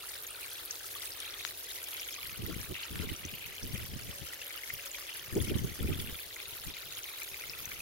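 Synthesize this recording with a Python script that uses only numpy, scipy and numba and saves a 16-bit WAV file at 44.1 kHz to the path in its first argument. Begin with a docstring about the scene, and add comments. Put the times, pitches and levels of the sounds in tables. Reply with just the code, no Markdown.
"""Water jets on a garden bed

Thin jets from holes in a pipe break into drops and patter on wet soil and small puddles.
The drops trap short-lived bubbles that plip and gurgle, and throw up a fizz of fine spray.
Gusts buffet the two ports of a hand-held microphone. A low outdoor rumble lies underneath,
with three dry ticks up close and a faint hum far off."""
import sys
import numpy as np
from scipy import signal
from scipy.fft import rfft, irfft
from scipy.io import wavfile
from numba import njit

SR = 44100
rng = np.random.default_rng(int(sys.argv[2]) if len(sys.argv) > 2 else 0)


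def store_pcm(level_fs):
    """Save levels as 16-bit WAV."""
    pcm = np.round(np.clip(level_fs, -1, 1) * 32767).astype(np.int16)
    wavfile.write(sys.argv[1], SR, np.atleast_2d(pcm).T)


N = 344421
TIME = np.arange(N) / SR
TOP_HZ = 15800
CRACK_DB_PER_OCTAVE, CRACK_HZ = 4, 2800  # higher drops crack harder
GUST_ATTACK_S, GUST_RELEASE_S = 0.033, 0.024  # rise before a gust; time constant of its fall

# The water mix as the microphone moves among the jets. Each row: time in seconds, then faders in dB
# for bubbling, tilt toward small bubbles, patter and spray.
JET_MIX = [(0, -47, 6, -53.5, -45.5), (0.3, -46, 1.5, -54, -44), (0.85, -46.5, 2, -49.5, -44.5),
           (1.3, -43.5, -1, -52.5, -45.5), (1.7, -48, 2.5, -49, -44.5), (1.85, -46, -3, -50.5, -42),
           (2.15, -45, 1.5, -49.5, -44), (2.6, -45, -2, -54, -45.5), (2.85, -44, -8, -52, -45.5),
           (3.15, -46, -0.5, -54, -46.5), (4.05, -49, -1.5, -50, -45.5), (4.55, -47, -1.5, -49.5, -46),
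           (5.3, -48, -6, -48.5, -44), (5.7, -50.5, -10.5, -51, -44.5), (6.2, -46.5, 1, -52, -42.5),
           (6.8, -45.5, 0, -51, -46.5), (7.25, -48, -5.5, -50, -43), (7.81, -47.5, -5, -51.5, -46)]
# The nearest puddles favour two bubble sizes. Each row: time in seconds, large-bubble pitch in Hz,
# its boost in dB, small-bubble pitch in Hz, its boost in dB.
PUDDLE_PEAKS = [(0, 1590, 3.5, 3440, -5), (0.55, 1550, 4.5, 3440, 1), (1.3, 2050, 2, 3900, 5),
                (2.1, 2190, 4, 3200, 3), (2.8, 2560, 0, 2960, 1.5), (3.6, 2220, 5.5, 2880, 6.5),
                (4.6, 1870, 4, 3240, 3.5), (5.4, 2100, 4.5, 3360, 5), (5.9, 2100, 6.5, 3200, 9),
                (6.5, 2180, -0.5, 3780, 1), (7.2, 2410, 6, 3900, 9), (7.81, 2380, 7.5, 3530, 2.5)]
# The band near 8 kHz in the top end, brighter at first as the microphone faces the jets. Each row: time in
# seconds, boost in dB.
SPRAY_PRESENCE = [(0, 4), (0.7, 3.5), (1.2, 4.5), (1.6, -0.5), (4.3, 2.5), (7.81, -2)]
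# A jet digs into its puddle. Each row: start and length in seconds, relative level in dB, pitch in Hz.
GURGLE_CUES = [(0.086, 0.014, -42.5, 6300), (0.705, 0.014, -51, 6040), (1.394, 0.014, -47, 3290),
               (1.435, 0.025, -46, 5500), (1.976, 0.049, -50, 2750), (1.993, 0.011, -49, 5850),
               (2.133, 0.019, -48, 5750), (2.61, 0.023, -51, 5400), (2.752, 0.032, -41, 2740),
               (2.79, 0.023, -42, 2940), (2.829, 0.01, -37, 3170), (2.83, 0.027, -46, 5400),
               (3.089, 0.013, -39, 2740), (3.236, 0.016, -44, 2590), (3.287, 0.013, -47, 2870),
               (4.694, 0.017, -44, 2250), (5.077, 0.026, -43.5, 2590), (5.498, 0.014, -44, 3180),
               (5.542, 0.017, -44, 2930), (5.926, 0.019, -48, 2690), (5.986, 0.025, -52, 3100),
               (6.738, 0.012, -45, 2940), (6.777, 0.011, -43, 2630), (7.712, 0.014, -42, 2200)]
# The featured drops. Each row: time in seconds, relative level in dB, bubble pitch in Hz,
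# ring length in ms, left minus right in dB.
DROP_CUES = [(0.0909, -27.0, 10720, 0.5, -5), (0.1399, -32.5, 3540, 0.7, 6),
             (0.2251, -27.5, 13100, 0.4, -3), (0.2361, -27.0, 11870, 0.3, -1),
             (0.2683, -29.5, 6640, 0.7, 5), (0.2756, -26.0, 12910, 0.4, -4), (0.3083, -26.5, 9460, 0.4, -4),
             (0.6526, -25.5, 13980, 0.4, 14), (0.659, -25.5, 11340, 0.4, -1), (0.7097, -19.5, 5920, 0.5, 5),
             (1.0208, -31.5, 3620, 0.9, 6), (1.121, -31.0, 4890, 1.1, -1), (1.2022, -27.0, 10710, 0.6, -2),
             (1.2032, -31.5, 5760, 0.5, 6), (1.2041, -32.5, 3360, 1.2, 3), (1.2791, -34.0, 2500, 1.0, 1),
             (1.3083, -32.0, 5470, 0.6, -5), (1.3406, -32.0, 3420, 1.2, 3), (1.4015, -32.5, 3890, 1.4, 5),
             (1.4094, -32.0, 2400, 0.9, 2), (1.4648, -32.0, 6530, 1.3, 5), (1.5955, -27.5, 12410, 0.5, 0),
             (1.7519, -28.0, 13140, 0.4, -2), (1.8311, -26.0, 11680, 0.5, 0), (1.841, -28.0, 6670, 0.4, 2),
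             (1.841, -26.5, 11330, 0.6, 1), (1.9819, -32.5, 3090, 1.3, 4), (1.9968, -32.0, 5550, 1.0, 1),
             (2.0033, -32.0, 5980, 0.4, 7), (2.0188, -29.0, 2550, 1.3, 1), (2.0312, -29.5, 3140, 0.8, 1),
             (2.0476, -31.0, 6910, 0.5, 7), (2.078, -26.0, 13290, 0.4, 3), (2.0873, -31.0, 3330, 1.6, 4),
             (2.1262, -33.5, 5370, 1.1, 4), (2.1329, -34.5, 3280, 1.6, 4), (2.1424, -32.0, 6170, 0.8, 13),
             (2.1638, -35.0, 2400, 2.2, 2), (2.2146, -34.0, 2930, 1.2, 4), (2.2307, -33.0, 2310, 1.5, -1),
             (2.273, -24.5, 12180, 0.3, 2), (2.2953, -33.0, 2380, 0.7, 0), (2.329, -28.5, 13310, 0.5, -2),
             (2.4642, -24.0, 13210, 0.5, -1), (2.6138, -29.5, 5440, 0.5, 4), (2.7457, -31.0, 2910, 0.8, -2),
             (2.7525, -28.0, 2670, 1.1, 4), (2.7663, -31.5, 2700, 0.8, 0), (2.8131, -34.0, 3370, 1.6, 5),
             (2.8329, -30.5, 2890, 2.6, 2), (3.0954, -33.0, 2970, 1.9, 3), (3.1635, -33.0, 5950, 1.0, -2),
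             (3.2518, -28.0, 6090, 0.6, 6), (3.3384, -33.5, 2810, 1.2, -3), (3.3522, -26.0, 13150, 0.3, 0),
             (3.462, -28.0, 12870, 0.5, 3), (3.6313, -29.5, 5610, 0.5, 0), (3.7579, -33.0, 2300, 1.4, 3),
             (4.1113, -32.0, 3250, 0.9, 0), (4.3329, -33.5, 1870, 1.8, 4), (4.4168, -30.5, 2750, 1.7, 4),
             (4.4663, -27.0, 12240, 0.4, -3), (4.4797, -28.5, 11420, 0.6, 4), (4.507, -32.5, 2090, 0.9, 3),
             (4.5613, -28.5, 12690, 1.0, -8), (4.5772, -34.5, 2830, 1.8, 5), (4.6355, -31.0, 2150, 2.0, 3),
             (4.7034, -29.5, 2040, 2.3, 1), (4.739, -18.5, 14030, 0.3, -1), (4.7963, -32.0, 2400, 0.8, 4),
             (4.9154, -31.0, 6970, 1.1, -3), (4.9472, -31.5, 2310, 1.4, -1), (5.0932, -33.5, 2630, 2.2, 3),
             (5.1293, -33.0, 2910, 1.3, -4), (5.1428, -27.0, 10840, 0.3, -3), (5.1956, -32.0, 3120, 1.3, 3),
             (5.3527, -30.0, 6850, 0.8, 7), (5.403, -30.5, 3340, 2.6, 2), (5.4163, -29.5, 6790, 0.5, 2),
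             (5.4241, -21.5, 10530, 0.3, -4), (5.4439, -33.5, 5840, 0.8, 5), (5.4468, -28.0, 10910, 0.5, 1),
             (5.4491, -33.5, 3040, 1.2, 6), (5.4967, -27.5, 2920, 0.6, 0), (5.5845, -33.0, 5930, 0.8, 4),
             (5.5882, -34.0, 3130, 1.4, 4), (5.8284, -25.5, 11420, 0.5, 4), (5.8749, -33.5, 2340, 1.0, 4),
             (5.8811, -34.5, 2410, 1.3, -1), (5.932, -34.0, 2620, 2.0, 5), (6.0008, -32.0, 3360, 1.3, 1),
             (6.0738, -33.5, 2720, 1.6, 5), (6.1549, -31.0, 3240, 0.7, -3), (6.1895, -33.5, 2370, 1.1, 3),
             (6.3604, -32.0, 6760, 0.7, 1), (6.3654, -33.0, 2020, 1.1, 3), (6.4016, -30.5, 2450, 0.6, 2),
             (6.4554, -33.5, 3740, 1.2, 10), (6.5687, -27.0, 12670, 0.5, 5), (6.6997, -32.0, 3220, 0.6, 1),
             (6.7394, -34.0, 3760, 1.5, 3), (6.9083, -34.0, 3850, 0.8, 3), (6.9245, -30.5, 6730, 0.6, -2),
             (6.9518, -33.5, 6640, 1.0, 1), (6.9767, -30.5, 3200, 0.8, -1), (6.9819, -27.0, 10540, 0.5, -4),
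             (7.0336, -33.0, 6030, 0.8, 7), (7.0422, -29.0, 3020, 0.8, 3), (7.0895, -34.0, 2320, 1.3, 0),
             (7.2193, -32.0, 2350, 1.8, 6), (7.2333, -29.5, 6960, 0.6, -3), (7.3438, -30.5, 2320, 1.3, 2),
             (7.4392, -34.0, 2160, 2.0, 1), (7.4972, -27.0, 5110, 0.8, 6), (7.5357, -33.0, 2550, 1.6, 1),
             (7.6237, -27.5, 12670, 0.3, 2), (7.6556, -24.0, 12820, 0.3, 2), (7.6559, -27.0, 6180, 0.9, 3),
             (7.6612, -33.5, 1990, 0.9, 4), (7.7173, -34.0, 2260, 1.9, 3)]
# Dry ticks up close. Each row: time in seconds, peak before the echo in dB, left minus right in dB.
TICK_CUES = [(1.4504, -23, 22), (2.9576, -27, 3), (4.9848, -28, 1)]
# The light breeze between gusts. Each row: time in seconds, relative level in dB.
BREEZE_FADER = [(1.6, -81), (2.4, -71), (4.2, -62), (4.55, -81), (5.1, -80), (5.28, -56), (5.75, -53),
                (6.2, -75), (6.95, -71), (7.2, -89), (7.45, -65)]
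# Gusts on the ports. Each row: start in seconds, hold in seconds, relative level in dB.
GUST_CUES = [(2.224, 0.11, -59), (2.397, 0.21, -46), (2.708, 0.0098, -41), (2.926, 0.2, -43.5),
             (3.206, 0.14, -53.5), (3.482, 0.016, -56), (3.63, 0.21, -46.5), (3.91, 0.056, -47.5),
             (4.028, 0.072, -48.5), (4.22, 0.022, -53), (4.69, 0.05, -61), (5.341, 0.318, -38.5),
             (5.807, 0.13, -38.5), (5.976, 0.13, -42.5), (6.255, 0.018, -64), (6.466, 0.08, -61.5),
             (6.607, 0.086, -61), (6.672, 0.015, -44.5), (6.86, 0.03, -57), (7.31, 0.02, -62),
             (7.475, 0.052, -58), (7.596, 0.25, -60)]
# Hard slaps of wind. Each row: time in seconds, relative level in dB, left minus right in dB.
SLAP_CUES = [(2.42, -61, 16), (2.501, -45.5, 9), (2.714, -47.5, -1), (3.038, -48, 1), (3.108, -58.5, -21),
             (5.374, -31, 1), (5.517, -38, 5), (5.689, -51.5, -3), (5.899, -45.5, -11)]
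# The distant hum. Each row: time in seconds, level in dB.
HUM_FADER = [(3.95, -86), (4.13, -60.5), (4.3, -74), (4.45, -62), (4.7, -78), (4.9, -58.5), (5.2, -93),
             (5.35, -80)]

# The tone of each layer, as an EQ curve. Each row: frequency in Hz, gain in dB.
BUBBLE_EQ = [(410, -63), (700, -9.5), (1040, -11.5), (1220, -6), (1620, -5.5), (2240, -5), (3360, -3),
             (4400, -6.5), (5720, -29), (9680, -120)]
PATTER_EQ = [(2600, -20), (3800, -22), (4500, 6), (5200, 5.5), (6100, 5.5), (7000, 2.5), (7500, -1.5),
             (7900, -10), (9000, -16), (12000, -69)]
SPRAY_EQ = [(5000, -39), (7000, -4), (7900, -7.5), (8700, -3), (10000, 1.5), (10800, 3.5), (11500, 1.5),
            (12400, 4), (13500, 2), (15700, 2), (17000, -16)]
SPATTER_EQ = [(1000, -24), (3000, 8.5), (5000, -5), (7000, 4), (7900, 6.5), (10000, 4), (12400, 3.5),
              (15700, 4)]
OUTDOOR_EQ = [(20, -36), (45, 5), (70, 0), (110, 0), (210, -18), (290, -2.5), (390, 2), (520, 1), (750, -4),
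              (1200, -13.5), (4000, -4), (16000, -34.5)]
TICK_EQ = [(200, -25), (550, -16.5), (900, -9.5), (1450, 0), (2700, -6), (4000, -3.5), (5500, -15.5),
           (8000, -21), (16000, -52)]
WIND_EQ = [(20, -4), (45, -5.5), (80, 3), (130, -2), (230, -8.5), (400, -14.5), (520, -23.5), (750, -42),
           (1200, -38.5), (2500, -69)]
SLAP_EQ = [(60, -62), (150, -0.5), (300, -2), (410, 2.5), (500, -10.5), (650, -15.5), (900, -28),
           (2000, -65)]


def undb(db):
    return 10 ** (np.asarray(db) / 20)


def unit(x):
    """Scale to an rms of 1."""
    return x / np.sqrt(np.mean(x ** 2))


def curves(table):
    """Automation lanes: a table's columns, joined by straight lines in time."""
    times, *columns = np.transpose(table)
    return [np.interp(TIME, times, column) for column in columns]


def sides(pan_db):
    """Left and right gains, as two rows, for a level difference."""
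    return undb(np.array([[.5], [-.5]]) * pan_db)


def wander(rate_hz):
    """A random drift with rate_hz turning points a second and a spread near 1."""
    knots = rng.standard_normal(4096)
    return 1.48 * np.interp(TIME * rate_hz, np.arange(len(knots)), knots)


def equalise(x, eq):
    """Causal filter along an EQ curve, built from the cepstrum of its gain."""
    hz, db = np.transpose(eq)
    grid = np.fft.rfftfreq(4096, 1 / SR)
    gain = undb(np.interp(np.log(grid + 1), np.log(hz), db))
    cepstrum = irfft(np.log(gain))
    half = len(cepstrum) // 2
    cepstrum[1:half] *= 2
    cepstrum[half + 1:] = 0
    impulse = irfft(np.exp(rfft(cepstrum)))
    return signal.fftconvolve(x, impulse[None], axes=1)[:, :N]


def lowpass(x, hz):
    """What lies below hz, without delay."""
    return signal.sosfiltfilt(signal.butter(2, hz, fs=SR, output="sos"), x)


def bell_eq(x, hz, width_hz, db):
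    """Boost or cut a band whose centre may move."""
    carrier = np.exp(2j * np.pi * np.cumsum(hz + np.zeros(N)) / SR)
    band = 2 * np.real(lowpass(x / carrier, hz=width_hz / 2) * carrier)
    return x + band * (undb(db) - 1)


def garden_echo(x, wet_db, t60):
    """Soil, boards and stakes return a brief diffuse echo, different at each port."""
    t = TIME[:4096]
    tail = rng.standard_normal((2, len(t))) * undb(-60 * t / t60) * (t > .0006)
    tail /= np.sqrt(np.sum(tail ** 2, axis=1, keepdims=True))
    return x + undb(wet_db) * signal.fftconvolve(x, tail, axes=1)[:, :N]


@njit
def rings(start, gain, hz, t60, lag, rise, swell):
    """Damped stereo sines; each swells for a share of its life and rises in pitch as it dies."""
    out = np.zeros((2, N))
    for k in range(len(start)):
        for side in range(2):
            onset = start[k] + (side - .5) * lag[k]
            for i in range(max(int(onset * SR) + 1, 0), min(int((onset + t60[k]) * SR), N)):
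                t = i / SR - onset
                age = t / t60[k]
                envelope = np.exp(-6.9 * (age - swell)) * (1 - np.exp(-(age / swell) ** 2))
                phase = 2 * np.pi * hz[k] * t * (1 + rise * age / 2)
                out[side, i] += gain[side, k] * envelope * np.sin(phase)
    return out


def splashes(count, rings_each, low_hz, high_hz, cycles, spread_db, burst_s, lag_s, rise, swell, wash_db):
    """Impacts at random times, each a burst of tiny rings, over the even wash of farther jets."""
    when = rng.random((count, 1)) * N / SR
    force, pan, bearing = np.repeat(rng.standard_normal((count, 3)), rings_each, axis=0).T
    delay, life, left, right = rng.standard_normal((count * rings_each, 4)).T
    start = np.repeat(when, rings_each) + burst_s * delay
    # small bubbles ring higher and die sooner
    hz = low_hz * (high_hz / low_hz) ** rng.random(len(start))
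    t60 = cycles / hz * np.exp(.25 * life)
    # the ground's reflection strengthens or weakens each ring at each port
    strength_db = spread_db * np.minimum(force, 1.9) + 2.1 * np.array([left, right])
    gain = hz * undb(strength_db) * sides(0.86 * pan)
    grains = rings(start, gain, hz, t60, lag_s * bearing, rise, swell)
    return unit(grains) + undb(wash_db) * rng.standard_normal((2, N))


def bubbles():
    """Drops trap short-lived bubbles, whose favoured pitches shift from puddle to puddle."""
    large_hz, large_db, small_hz, small_db = curves(PUDDLE_PEAKS)
    sound = splashes(count=5400, rings_each=2, low_hz=848, high_hz=4660, cycles=19, spread_db=4.1,
                     burst_s=0.003, lag_s=0.00027, rise=0.077, swell=0.19, wash_db=-3)
    sound = bell_eq(sound, large_hz, width_hz=650, db=large_db)
    sound = bell_eq(sound, small_hz, width_hz=770, db=small_db)
    return unit(equalise(sound, BUBBLE_EQ))


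def patter():
    """Drops slap the soaked soil in a dense, soft, wet patter."""
    sound = splashes(count=6500, rings_each=2, low_hz=4023, high_hz=8700, cycles=38, spread_db=5.5,
                     burst_s=0.0012, lag_s=0.000161, rise=0.16, swell=0.065, wash_db=-3.5)
    return unit(equalise(sound, PATTER_EQ))


def spray():
    """Fine droplets thrown from the puddles fizz down around them."""
    sound = splashes(count=3800, rings_each=3, low_hz=7760, high_hz=16400, cycles=47, spread_db=3,
                     burst_s=0.000276, lag_s=0.000155, rise=0.055, swell=0.085, wash_db=0.5)
    return unit(equalise(sound, SPRAY_EQ))


def spatter(count=900, spread_db=5):
    """Droplets burst on crumbs of soil: bright little cracks, each with a brief fizz."""
    when = rng.integers(0, N, count)
    strength, left, right = rng.standard_normal((count, 3)).T
    hits = np.zeros((2, N))
    hits[:, when] = undb(spread_db * np.minimum(strength, 2) + 0.53 * np.array([left, right]))
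    return unit(equalise(garden_echo(hits, wet_db=10, t60=0.0083), SPATTER_EQ))


def sizzle():
    """The top end: spray and spatter, their brightest band shifting and flickering."""
    presence_db, = curves(SPRAY_PRESENCE)
    sound = bell_eq(spray() + spatter() * undb(-6), hz=8200, width_hz=2200, db=presence_db)
    return bell_eq(sound, hz=12400 + 600 * wander(23), width_hz=1500, db=0.5 * wander(40))


def jets(wobble_db=1.45, churn_db=1.02):
    """The water bed swells as the microphone nears a jet, and wobbles as the jets break up."""
    bubbling_db, tilt_db, patter_db, spray_db = curves(JET_MIX)
    flow_db = wobble_db * wander(45)
    puddles = bubbles() * undb(bubbling_db + flow_db / 2 - 2)
    large = lowpass(puddles, hz=2900)
    small = puddles - large
    # bubbles come in clusters, so each size surges on its own
    large = large * undb(churn_db * wander(24) - tilt_db / 2)
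    small = small * undb(churn_db * wander(28) + tilt_db)
    soil = patter() * undb(patter_db + flow_db - 3.5)
    fizz = sizzle() * undb(spray_db + flow_db - 4)
    return (large + small + soil) * sides(pan_db=2) + fizz


def outdoors(level_db=-55.5, side_db=-5):
    """Far outdoor rumble, much alike at both ports, slowly wavering."""
    mid, side = rng.standard_normal((2, N))
    air = mid + undb(side_db) * side * np.array([[1], [-1]])
    return unit(equalise(air, OUTDOOR_EQ)) * undb(level_db + 0.6 * wander(1.65))


def pip(t, hz, length, rise=0):
    """A tone that peaks at t = 0, dies within a few lengths and glides by rise per length."""
    age = np.maximum(1 + t / length, 0)
    envelope = (age * np.exp(1 - age)) ** 2
    return envelope * np.cos(2 * np.pi * hz * t * (1 + rise * t / length / 2))


def plinks(when, db, hz, ring_ms, pan_db, splash_count=3):
    """Each drop lands with a crack, the gliding ring of its bubble and a few splashes around it."""
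    offsets = np.arange(-200, 500)  # samples around the impact
    glide, lag, *chance = rng.standard_normal((len(when), 2 * splash_count + 2)).T[:, :, None]
    hz = hz[:, None]
    ring_s = np.maximum(ring_ms, .1)[:, None] / 1000
    t = offsets / SR + np.array([-1, 1])[:, None, None] * lag * .00004  # one port hears it first
    crack_db = -13 + CRACK_DB_PER_OCTAVE * np.log2(hz / CRACK_HZ)
    crack = undb(crack_db) * pip(t, hz, length=0.81 / hz)
    bubble = undb(-2.5) * pip(t, hz, ring_s, rise=0.03 * (1 + glide))
    drop = crack + bubble
    for detune, delay in zip(chance[:splash_count], chance[splash_count:]):
        splash_hz = np.minimum(hz * 2 ** (0.35 * detune), TOP_HZ)
        drop += undb(-14) * pip(t - 0.0014 * (delay + .5), splash_hz, ring_s / 2)
    pan = sides(pan_db)
    gain = pan * undb(db) / np.sqrt(np.mean(pan ** 2, axis=0))
    samples = np.clip((when * SR).astype(int)[:, None] + offsets, 0, N - 1).ravel()
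    return np.array([np.bincount(samples, side.ravel(), N) for side in drop * gain[:, :, None]])


def stray_drops(count, centre_hz, spread_octaves, gain_db, pan_db, cycles=3.8):
    """Middling drops fall at random times, scattered in pitch, length, strength and direction."""
    when, softness, pitch, life, bearing = rng.random((count, 5)).T
    hz = np.minimum(centre_hz * 2 ** (spread_octaves * (2 * pitch - 1)), TOP_HZ)
    ring_ms = 1000 * cycles / hz * (.5 + life)
    return plinks(when * N / SR, gain_db - 6 * softness, hz, ring_ms, pan_db + 5 * (2 * bearing - 1))


def drips():
    """Low plops and plips ride the bubbling fader; high taps and spits ride the spray fader."""
    bubbling_db, _, _, spray_db = curves(JET_MIX)
    plops = stray_drops(count=40, centre_hz=1525, spread_octaves=0.43, gain_db=3, pan_db=2)
    plips = stray_drops(count=190, centre_hz=2900, spread_octaves=0.58, gain_db=7, pan_db=0)
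    taps = stray_drops(count=110, centre_hz=5830, spread_octaves=0.5, gain_db=6.5, pan_db=-1)
    spits = stray_drops(count=110, centre_hz=12300, spread_octaves=0.28, gain_db=13, pan_db=-3)
    return (plops + plips) * undb(bubbling_db) + (taps + spits) * undb(spray_db)


def gurgles(count=16, spread_octaves=0.49, spread_db=6, ring_ms=1.3):
    """A jet churns its puddle and throws a quick cluster of drops of about one size."""
    sound = 0
    for start, length, db, centre_hz in GURGLE_CUES:
        jitter, softness, pitch = rng.random((count, 3)).T
        when = start + length * (np.arange(count) + jitter) / count
        hz = centre_hz * 2 ** (spread_octaves * (2 * pitch - 1))
        cluster = plinks(when, -spread_db * softness, hz, np.full(count, ring_ms), pan_db=3)
        rms = np.sqrt(np.sum(cluster ** 2) / (2 * abs(length) * SR))
        sound = sound + cluster / rms * undb(db - 4)
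    return sound


def loud_drops(trim_db=-0.4, tilt_db_per_octave=-0.5):
    """The biggest drops stand out of the patter: low ones plip, high ones snap."""
    when, db, hz, ring_ms, pan_db = np.transpose(DROP_CUES)
    tilt_db = tilt_db_per_octave * np.log2(hz / hz.min())
    return plinks(when, db + trim_db + tilt_db, hz, ring_ms, pan_db)


def ticks():
    """Sharp, dry ticks close to the microphone, gone almost at once."""
    when, db, pan_db = np.transpose(TICK_CUES)
    hits = np.zeros((2, N))
    hits[:, (when * SR).astype(int)] = undb(db) * sides(pan_db)
    clicks = equalise(hits, TICK_EQ)
    clicks *= np.max(hits) / np.max(np.abs(clicks))
    return garden_echo(clicks, wet_db=-11, t60=0.009)


def gusting():
    """Wind strength in dB: each gust rises, holds and dies away over the light breeze."""
    breeze_db, = curves(BREEZE_FADER)
    power = undb(breeze_db) ** 2
    for start, hold, db in GUST_CUES:
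        attack = np.clip(1 + (TIME - start) / GUST_ATTACK_S, 0, 1)
        release = np.exp(-np.maximum(TIME - start - hold, 0) / GUST_RELEASE_S)
        power += (undb(db) * attack * release) ** 2
    return 10 * np.log10(power)


def wind(flutter_db=4.5, calm_db=-56, brightening=0.31):
    """Eddies buffet each port separately; a stronger gust sounds brighter."""
    gust_db = gusting()
    eddies = np.array([undb(flutter_db * wander(110)) for _ in range(2)])
    buffet = unit(equalise(rng.standard_normal((2, N)) * eddies, WIND_EQ))
    deep = lowpass(buffet, hz=210)
    upper_db = np.clip(brightening * (gust_db - calm_db) - 2, -12, 3)
    return (deep + (buffet - deep) * undb(upper_db)) * undb(gust_db + 4.5)


def wind_slaps(half_width_s=0.015, trim_db=6.5):
    """Strong eddies strike the ports with a brief hollow thump."""
    envelope = sum(undb(db) * sides(pan_db) * np.exp(-((TIME - when) / half_width_s) ** 2)
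                   for when, db, pan_db in SLAP_CUES)
    thump = unit(equalise(rng.standard_normal((2, N)), SLAP_EQ))
    return thump * envelope * undb(trim_db)


def distant_hum(hz=560, width_hz=35):
    """A hollow, wavering hum rises out of the far noise and fades."""
    level_db, = curves(HUM_FADER)
    band = signal.butter(2, [hz - width_hz / 2, hz + width_hz / 2], "bandpass", fs=SR, output="sos")
    return unit(signal.sosfilt(band, rng.standard_normal(N))) * undb(level_db)


def scene():
    """The mix: water bed, single drops, ticks, wind on the microphone and the far outdoors."""
    water = jets()
    drops = garden_echo(loud_drops() + drips() + gurgles(), wet_db=-6, t60=0.037)
    return water + drops + ticks() + wind() + wind_slaps() + outdoors() + distant_hum()


def record(dry):
    """A steep high cut takes off the very top."""
    return signal.sosfilt(signal.ellip(10, .2, 70, TOP_HZ, fs=SR, output="sos"), dry)


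dry = scene()
out = record(dry)
store_pcm(out)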